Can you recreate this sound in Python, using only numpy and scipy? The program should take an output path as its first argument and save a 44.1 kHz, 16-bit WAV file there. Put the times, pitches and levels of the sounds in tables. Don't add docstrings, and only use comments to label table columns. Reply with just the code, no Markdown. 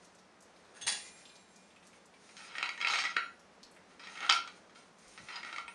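import sys
import numpy as np
from scipy import signal
from scipy.fft import rfft, irfft
from scipy.io import wavfile
from scipy.ndimage import uniform_filter1d

SR = 44100
rng = np.random.default_rng(int(sys.argv[2]) if len(sys.argv) > 2 else 0)


def int16_out(signal):
    q = np.round(np.clip(np.atleast_2d(signal).T, -1, 1) * 32767)
    wavfile.write(sys.argv[1], SR, q.astype(np.int16))


def makeup_ratio(level_db):
    decades = np.asarray(level_db, float) / 20
    return 10 ** decades


N = 253479

# start in seconds, firmest moment in seconds, lift in seconds, pressure in dB, brightness in dB.
STROKES = [(2.372, 2.384, 3.17, -51.5, -1), (2.498, 2.642, 2.6, -39.5, -9), (2.768, 2.952, 3.18, -32, 2.5),
           (3.875, 3.906, 3.96, -56.5, -22), (3.99, 3.995, 4.65, -51.5, 1), (4.076, 4.256, 4.3, -39.5, -20),
           (4.747, 4.751, 4.884, -62.5, 9.5), (5.077, 5.18, 5.25, -62, -3), (5.21, 5.361, 5.48, -42, -6),
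           (5.382, 5.502, 5.54, -40.5, -17), (5.653, 5.7, 5.8, -69, -20)]


def unit(x):
    return x / np.sqrt(np.mean(x ** 2))


def shape(x, table):
    hz, db = np.transpose(table)
    bins_hz = np.arange(513) * SR / 1024
    log_gain = np.interp(np.log(bins_hz + 1), np.log(hz), db) * np.log(10) / 20
    ceps = irfft(log_gain)
    ceps[1:512] *= 2
    ceps[513:] = 0
    response = unit(irfft(np.exp(rfft(ceps)))) / 32
    return signal.fftconvolve(x, response)[:len(x)]


def ring(x, hz, width):
    r = np.exp(-np.pi * width / SR)
    zeros = np.array([1, 0, -1]) * (1 - r * r) / 2
    poles = [1, -2 * r * np.cos(2 * np.pi * hz / SR), r * r]
    return signal.lfilter(zeros, poles, x)


def walk(rate):
    count = int(N * rate / SR) + 2
    levels = rng.standard_normal(400)[:count]
    return np.interp(np.arange(N) * (rate / SR), np.arange(count), levels)


def curve(table, column):
    rows = np.array(table)
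    return np.interp(np.arange(N) / SR, rows[:, 0], rows[:, column], left=-200, right=-200)


def add(track, s, sound):
    i = int(s * SR)
    track[i:i + len(sound)] += sound[:N - i]


def rattle(length, lumps_db, blow):
    t = np.arange(3072) / SR / max(length, 0.0003)
    chatter, lumps = rng.standard_normal((2, 3072))
    force = chatter * makeup_ratio(lumps_db * lumps) * np.exp(-t) * np.minimum(t / 0.6, 1)
    force = force / np.sqrt(np.sum(force ** 2))
    force[8] += blow
    return force / np.sqrt(1 + blow ** 2)


def favour(force, hz, share):
    force = force + share * ring(force, hz, hz / 6.4)
    return force / np.sqrt(np.sum(force ** 2))


def body(force, modes, skin, skin_db, wander_db, rate):
    out = makeup_ratio(skin_db) * shape(force, skin)
    for k, (hz, width, db) in enumerate(modes):
        share = (-1) ** k * (1 + np.log(makeup_ratio(wander_db)) * walk(rate))
        out = out + makeup_ratio(db) * ring(force * share, hz, max(width, 8))
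    return out


def pressure(start, firmest, lift, db):
    ease_db, roundness = 35, 1.6
    moments = [start - 1, start, firmest, lift, lift + 1]
    far = np.abs(np.interp(np.arange(N) / SR, moments, [-9, -1, 0, 1, 9]))
    return np.where(far > 1, -200, db - ease_db * far ** roundness)


def knocks():
    # start in seconds, peak in dB, brightness in dB, favoured pitch in Hz.
    jolts = [(2.367, -40, -3.5, 1610), (2.552, -28, -26, 1670), (2.582, -22, -16, 1850),
             (2.627, -17.5, -15, 2520), (2.69, -25, -12.5, 2100), (2.8123, -23.5, -13, 2520),
             (2.8467, -16.5, -21, 2520), (2.883, -26, -4, 1370), (3.1633, -23, -22, 1460),
             (3.166, -13, -26, 1600), (4.2927, -13.5, -19.5, 3080), (4.2966, -8.5, -8.5, 2280),
             (4.3077, -13.5, -26, 2370), (4.3231, -19.5, -1.5, 1380), (4.4749, -32.5, -10.5, 1330),
             (5.176, -34.5, -13, 2030), (5.2853, -30.5, -20, 2050), (5.357, -37.5, 1, 2500),
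             (5.582, -26.5, -15.5, 1230), (5.6788, -33, -25, 2380)]
    # start in seconds, peak in dB, favoured pitch in Hz.
    wobbles = [(2.291, -43.5, 2160), (2.658, -25.5, 950), (2.776, -33, 1751), (2.803, -29, 2190),
               (2.8248, -26, 2080), (2.8704, -15.5, 2710), (2.8997, -22, 1370), (2.935, -19, 2250),
               (2.957, -21, 2250), (2.9871, -18.5, 2400), (3.038, -22, 2000), (3.0515, -22, 2120),
               (4.0704, -33.5, 2100), (4.154, -36, 2800), (4.1734, -34, 2110), (4.2044, -29, 3140),
               (4.227, -30.5, 1390), (4.2637, -28.5, 1370), (4.695, -47, 1130), (4.756, -43, 1350),
               (5.303, -40, 1370), (5.19, -48, 1830), (4.249, -40, 1350), (5.43, -32, 2060),
               (5.4474, -31.5, 1310), (5.4979, -43, 1370), (5.5265, -28.5, 1300), (5.5604, -30.5, 1970)]
    blows = []
    for s, db, bright_db, hz in jolts:
        length = 0.0029 * np.exp(-0.09 * (db + 26.5))
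        blows.append((s, db, bright_db, length, hz))
    for s, db, hz in wobbles:
        blows.append((s, db, -15.5, 0.0042, hz))
    return blows


def board():
    # pitch in Hz, width in Hz, level in dB.
    board_modes = [(864, 190, -9.5), (950, 26.3, -1.5), (1300, 33, -8.5), (1370, 9.6, 9.5), (1850, 37, -2),
                   (1947, 15, 4.5), (2168, 105, -1.5), (2390, 30, 2), (2520, 53.5, -1.5), (2760, 25, -2.5),
                   (3050, 26, -6), (3292, 92, -3.5), (3780, 13, -46), (3910, 42, -4.5), (4090, 36, 0.5),
                   (4600, 42, -8), (4950, 77, -1.5), (5490, 200, -8), (5465, 55, -5.5), (6396, 134, -3),
                   (6420, 123, -8), (6830, 180, -19), (7040, 40, -54), (7310, 84, -22.5), (8430, 113, -11),
                   (8950, 41, -20), (9760, 130, -33), (9900, 50, -57), (10570, 36, -27)]
    # frequency in Hz, density in dB per Hz.
    board_skin = [(150, -58.5), (250, -21.5), (506, -22.5), (805, -5.5), (1040, -6.5), (1340, 8.5),
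                  (1580, -1.5), (2550, -2.5), (3460, -1), (4000, -0.5), (6360, -20), (8760, -20),
                  (11500, -40), (15000, -59), (22000, -120)]
    split_hz = 4000

    grain_db = 2.5 * np.minimum(rng.exponential(size=N), 3)
    grains = rng.standard_normal(N) * makeup_ratio(grain_db) * (rng.random(N) < 0.04)
    rubbing = 0.5 * rng.standard_normal(N)
    grit = (unit(grains) + rubbing) * makeup_ratio(3.4 * walk(55))

    low, high = np.zeros(N), np.zeros(N)
    for *push, bright_db in STROKES:
        push_db = pressure(*push)
        low += grit * makeup_ratio(push_db + 1.5)
        high += grit * makeup_ratio(push_db + bright_db + 6)
    for s, db, bright_db, length, hz in knocks():
        force = rattle(length, lumps_db=4.0, blow=1.15) * makeup_ratio(db + 24)
        s += 0.0008
        add(low, s, favour(force, hz, share=1.7) * makeup_ratio(db + 20))
        add(high, s, force * makeup_ratio(bright_db + 12.0))

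    below = signal.butter(3, split_hz, fs=SR, output="sos")
    above = signal.butter(3, split_hz, "high", fs=SR, output="sos")
    force = signal.sosfilt(below, low) + signal.sosfilt(above, high)
    return body(force, board_modes, board_skin, skin_db=-15, wander_db=3.5, rate=25)


def clatter():
    # start in seconds, peak in dB, rattle length in seconds, favoured pitch in Hz, focus (ratio).
    contacts = [
        (0.74, -56, 0.013, 1570, 2.7),
        (0.751, -42, 0.03, 1410, 6.6),
        (0.813, -36, 0.011, 3260, 2.9),
        (0.8214, -40.5, 0.0076, 3640, 2.1),
        (0.8662, -25, 0.0068, 2100, 0.62),
        (0.8731, -19.5, 0.0099, 2140, 0.73),
        (0.8872, -25, 0.0094, 4870, 2.1),
        (0.9118, -27.5, 0.023, 5160, 0.63),
        (0.9505, -34.5, 0.037, 5130, 0.66),
    ]
    # pitch in Hz, width in Hz, level in dB.
    cutlery_modes = [(730, 87, -24), (1650, 16, -4), (1856, 12.5, 0.5), (2080, 26, -24), (2800, 130, -1.5),
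                     (3260, 43, 0), (3390, 40, 2.5), (3420, 86, -20), (3980, 49, -4.5), (4440, 15, -13),
                     (4480, 33, 4), (5470, 32, -14), (5110, 57, -12), (6300, 28, -19), (6010, 15, -12),
                     (5960, 84, -5), (6410, 34, 12), (6760, 30, -17), (7140, 29, 3), (7200, 63, -10),
                     (8070, 36, 7), (8600, 42, -10), (8800, 15, -13), (8400, 11, -4), (8960, 9.6, -57),
                     (8600, 26, 0), (10100, 39, -9), (10300, 38, -33)]
    # frequency in Hz, density in dB per Hz.
    cutlery_skin = [(120, -68), (200, -14.5), (563, -16.5), (776, 0.5), (1310, -10), (1840, 4.5),
                    (2300, -4), (4300, 5.5), (7660, 2.5), (9070, 16.5), (11500, -26), (15000, -55),
                    (22000, -120)]
    force = np.zeros(N)
    for s, db, length, hz, focus in contacts:
        blow = rattle(length, lumps_db=6.0, blow=0.31)
        add(force, s, favour(blow, hz, max(focus, 0)) * makeup_ratio(db + 24.0))
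    return body(force, cutlery_modes, cutlery_skin, skin_db=-7, wander_db=3.5, rate=25)


def wheel():
    disc_decays = {440: 0.22, 950: 0.15, 2417: 1.3, 3895: 1.5, 5582: 1.5, 6476: 0.39, 6988: 0.6, 7547: 2.5,
                   8450: 0.12, 9216: 0.56, 9760: 1.86}
    # (pitch in Hz, level in dB).
    chimes = [
        (0.875, [(2417, -54.5), (5582, -66), (6988, -43), (7547, -59), (9216, -41), (9760, -59)]),
        (1.294, [(2417, -68), (3895, -69.5)]),
        (1.56, [(2417, -71)]),
        (3.166, [(440, -51), (5582, -70), (6476, -63), (6988, -64), (7547, -92), (9216, -66), (9760, -78)]),
        (5.68, [(950, -43), (9250, -62.5), (8400, -57)]),
    ]
    t, out = np.arange(2 * SR) / SR, np.zeros(N)
    for s, woken in chimes:
        for hz, db in woken:
            nearest = min(disc_decays, key=lambda mode: abs(mode - hz))
            t60 = disc_decays[nearest]
            beat = 1 + 0.5 * np.sin(2 * np.pi * (hz / 900 * t + rng.random()))
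            add(out, s, makeup_ratio(db - 60 * t / t60) * beat * np.sin(2 * np.pi * hz * t))
    return out


def food():
    # start in seconds, peak in dB, centre in Hz.
    moist_ticks = [(0.0468, -45, 5970), (0.149, -49, 6490), (0.187, -47.5, 4930), (0.406, -46, 6410),
                   (0.4243, -44, 6200), (0.5611, -51.5, 4170), (0.65, -53, 3400), (1.254, -40.5, 3420),
                   (1.293, -44.5, 3300), (1.356, -43, 4560), (1.485, -60, 3420), (1.56, -44.5, 6000),
                   (1.705, -51, 2710), (1.762, -46.5, 2390), (1.827, -48, 2330), (1.869, -43, 6300),
                   (1.931, -47, 2160), (2.057, -46.5, 6700), (2.139, -47, 2300), (3.395, -49.5, 5650),
                   (3.536, -64, 2390), (3.631, -37.5, 4440), (3.713, -50, 8300), (3.747, -54, 8450),
                   (3.764, -45.5, 1710), (4.884, -56, 2550), (4.929, -63, 5300), (4.986, -49, 6370),
                   (5.081, -44.5, 5860), (5.132, -52, 3150)]
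    # frequency in Hz, density in dB per Hz.
    rustle_colour = [(1180, -28.5), (2000, 4.5), (2350, -1), (2930, -3.5), (6590, 1), (7980, -10.5),
                     (8710, 1.5), (10500, -11), (11500, -45), (15000, -86), (22000, -120)]
    # time in seconds, level in dB.
    fingers = [(0.0, -71), (0.25, -79), (0.7, -74), (0.95, -58.5), (1.34, -70.5), (2.11, -76), (2.45, -59),
               (2.7, -92), (3.5, -88.5), (4.2, -69), (4.35, -56), (4.53, -88), (4.82, -85.5), (5.05, -64.5),
               (5.62, -67.5), (5.75, -96)]
    pushed_db = np.max([pressure(*push) for *push, _ in STROKES], axis=0)
    squash_db = -63.5 + 0.2 * (pushed_db + 39.5)
    stir = np.hypot(makeup_ratio(curve(fingers, 1)), makeup_ratio(squash_db))
    rustle = unit(shape(rng.standard_normal(N), rustle_colour))
    out = rustle * stir * makeup_ratio(-0.65 + 3.9 * walk(28))
    for s, db, hz in moist_ticks:
        top_db = -10 - (db + 53)
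        force = rattle(0.008, lumps_db=-5.5, blow=0.54)
        moist = ring(ring(force, hz, 0.53 * hz), hz, 1.0 * hz)
        crisp = ring(ring(force, 8200, 3000), 8200, 3000)
        tick = moist + makeup_ratio(top_db) * crisp
        add(out, s, tick / np.abs(tick).max() * makeup_ratio(db - 2.3))
    return out


def thuds():
    # start in seconds, peak in dB, pitch in Hz.
    hand_pushes = [
        (0.829, -56, 110.),
        (2.93, -69, 45.),
        (3.62, -74, 35.),
        (4.359, -61, 91),
        (5.05, -68, 40.),
        (5.191, -53.5, 123),
        (5.629, -68, 45.2),
    ]
    out, t = np.zeros(N), np.arange(SR // 5) / SR
    for s, db, hz in hand_pushes:
        push = rng.standard_normal(len(t)) * t * np.exp(-t / 0.015)
        push = ring(ring(push, hz, 1.0 * hz), hz, 1.0 * hz)
        add(out, s, push / np.abs(push).max() * makeup_ratio(db))
    return out


def hum():
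    # frequency in Hz, density in dB per Hz.
    hum_colour = [(20, -25), (45, -16.5), (100, -7.5), (135, -19.5), (190, -1), (300, -3.5), (500, -2),
                  (800, -4.5), (1500, -7.5), (3000, -16), (6000, -20.5), (9000, -28), (10500, -32.5),
                  (11600, -60)]
    noise = rng.standard_normal(N)
    hz, db = np.transpose(hum_colour)
    colour = makeup_ratio(np.interp(np.log(np.fft.rfftfreq(N, 1 / SR) + 1), np.log(hz), db))
    drone = unit(ring(rng.standard_normal(N), 183.4, 20.0)) * makeup_ratio(-72.5 + 0.89 * walk(6.06))
    tone = unit(irfft(rfft(noise) * colour, N))
    return tone * makeup_ratio(-62 + 0.7 * walk(2.6)) + drone


def room():
    # frequency in Hz, time to fall 60 dB in seconds.
    room_decays = [(300, 0.51), (1500, 0.31), (4000, 0.31), (10000, 0.17)]
    tail_db, gap_s = -5.5, 0.006
    t, tail = np.arange(SR // 2) / SR, 0
    hz, t60 = np.transpose(room_decays)
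    for centre in 250 * 2.0 ** np.arange(0, 5.6, 0.5):
        band = ring(ring(rng.standard_normal(len(t)), centre, centre / 3), centre, centre / 3)
        band_t60 = np.interp(np.log(centre), np.log(hz), t60)
        tail = tail + unit(band) * np.sqrt(centre) * makeup_ratio(-60 * t / band_t60)
    tail = tail * np.minimum(t / gap_s, 1) ** 2
    direct = t == 0
    answer = makeup_ratio(tail_db) * tail / np.sqrt(np.sum(tail ** 2)) + direct
    power = np.abs(rfft(answer)) ** 2
    ripple_db = 10 * np.log10(uniform_filter1d(power, size=40) / uniform_filter1d(power, size=800))
    return shape(answer, np.c_[2.0 * np.arange(len(power)) + 1, -ripple_db])


def scene():
    # frequency in Hz, gain in dB.
    mic_colour = [(60, -7), (130, 6.5), (250, 8), (7300, -6), (7900, -10.5), (8500, -8), (10300, -4),
                  (11000, -8.5), (11600, -20)]
    walls = room()
    near = shape(board() + clatter(), mic_colour) * makeup_ratio(-0.56) + food()
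    in_room = signal.fftconvolve(near, walls)[:N]
    return (in_room + wheel() + thuds() + hum())[None]


def roll_off(x):
    return signal.sosfilt(signal.butter(12, 11660, fs=SR, output="sos"), x)


def record(dry):
    return roll_off(dry)


dry = scene()
out = record(dry)
int16_out(out)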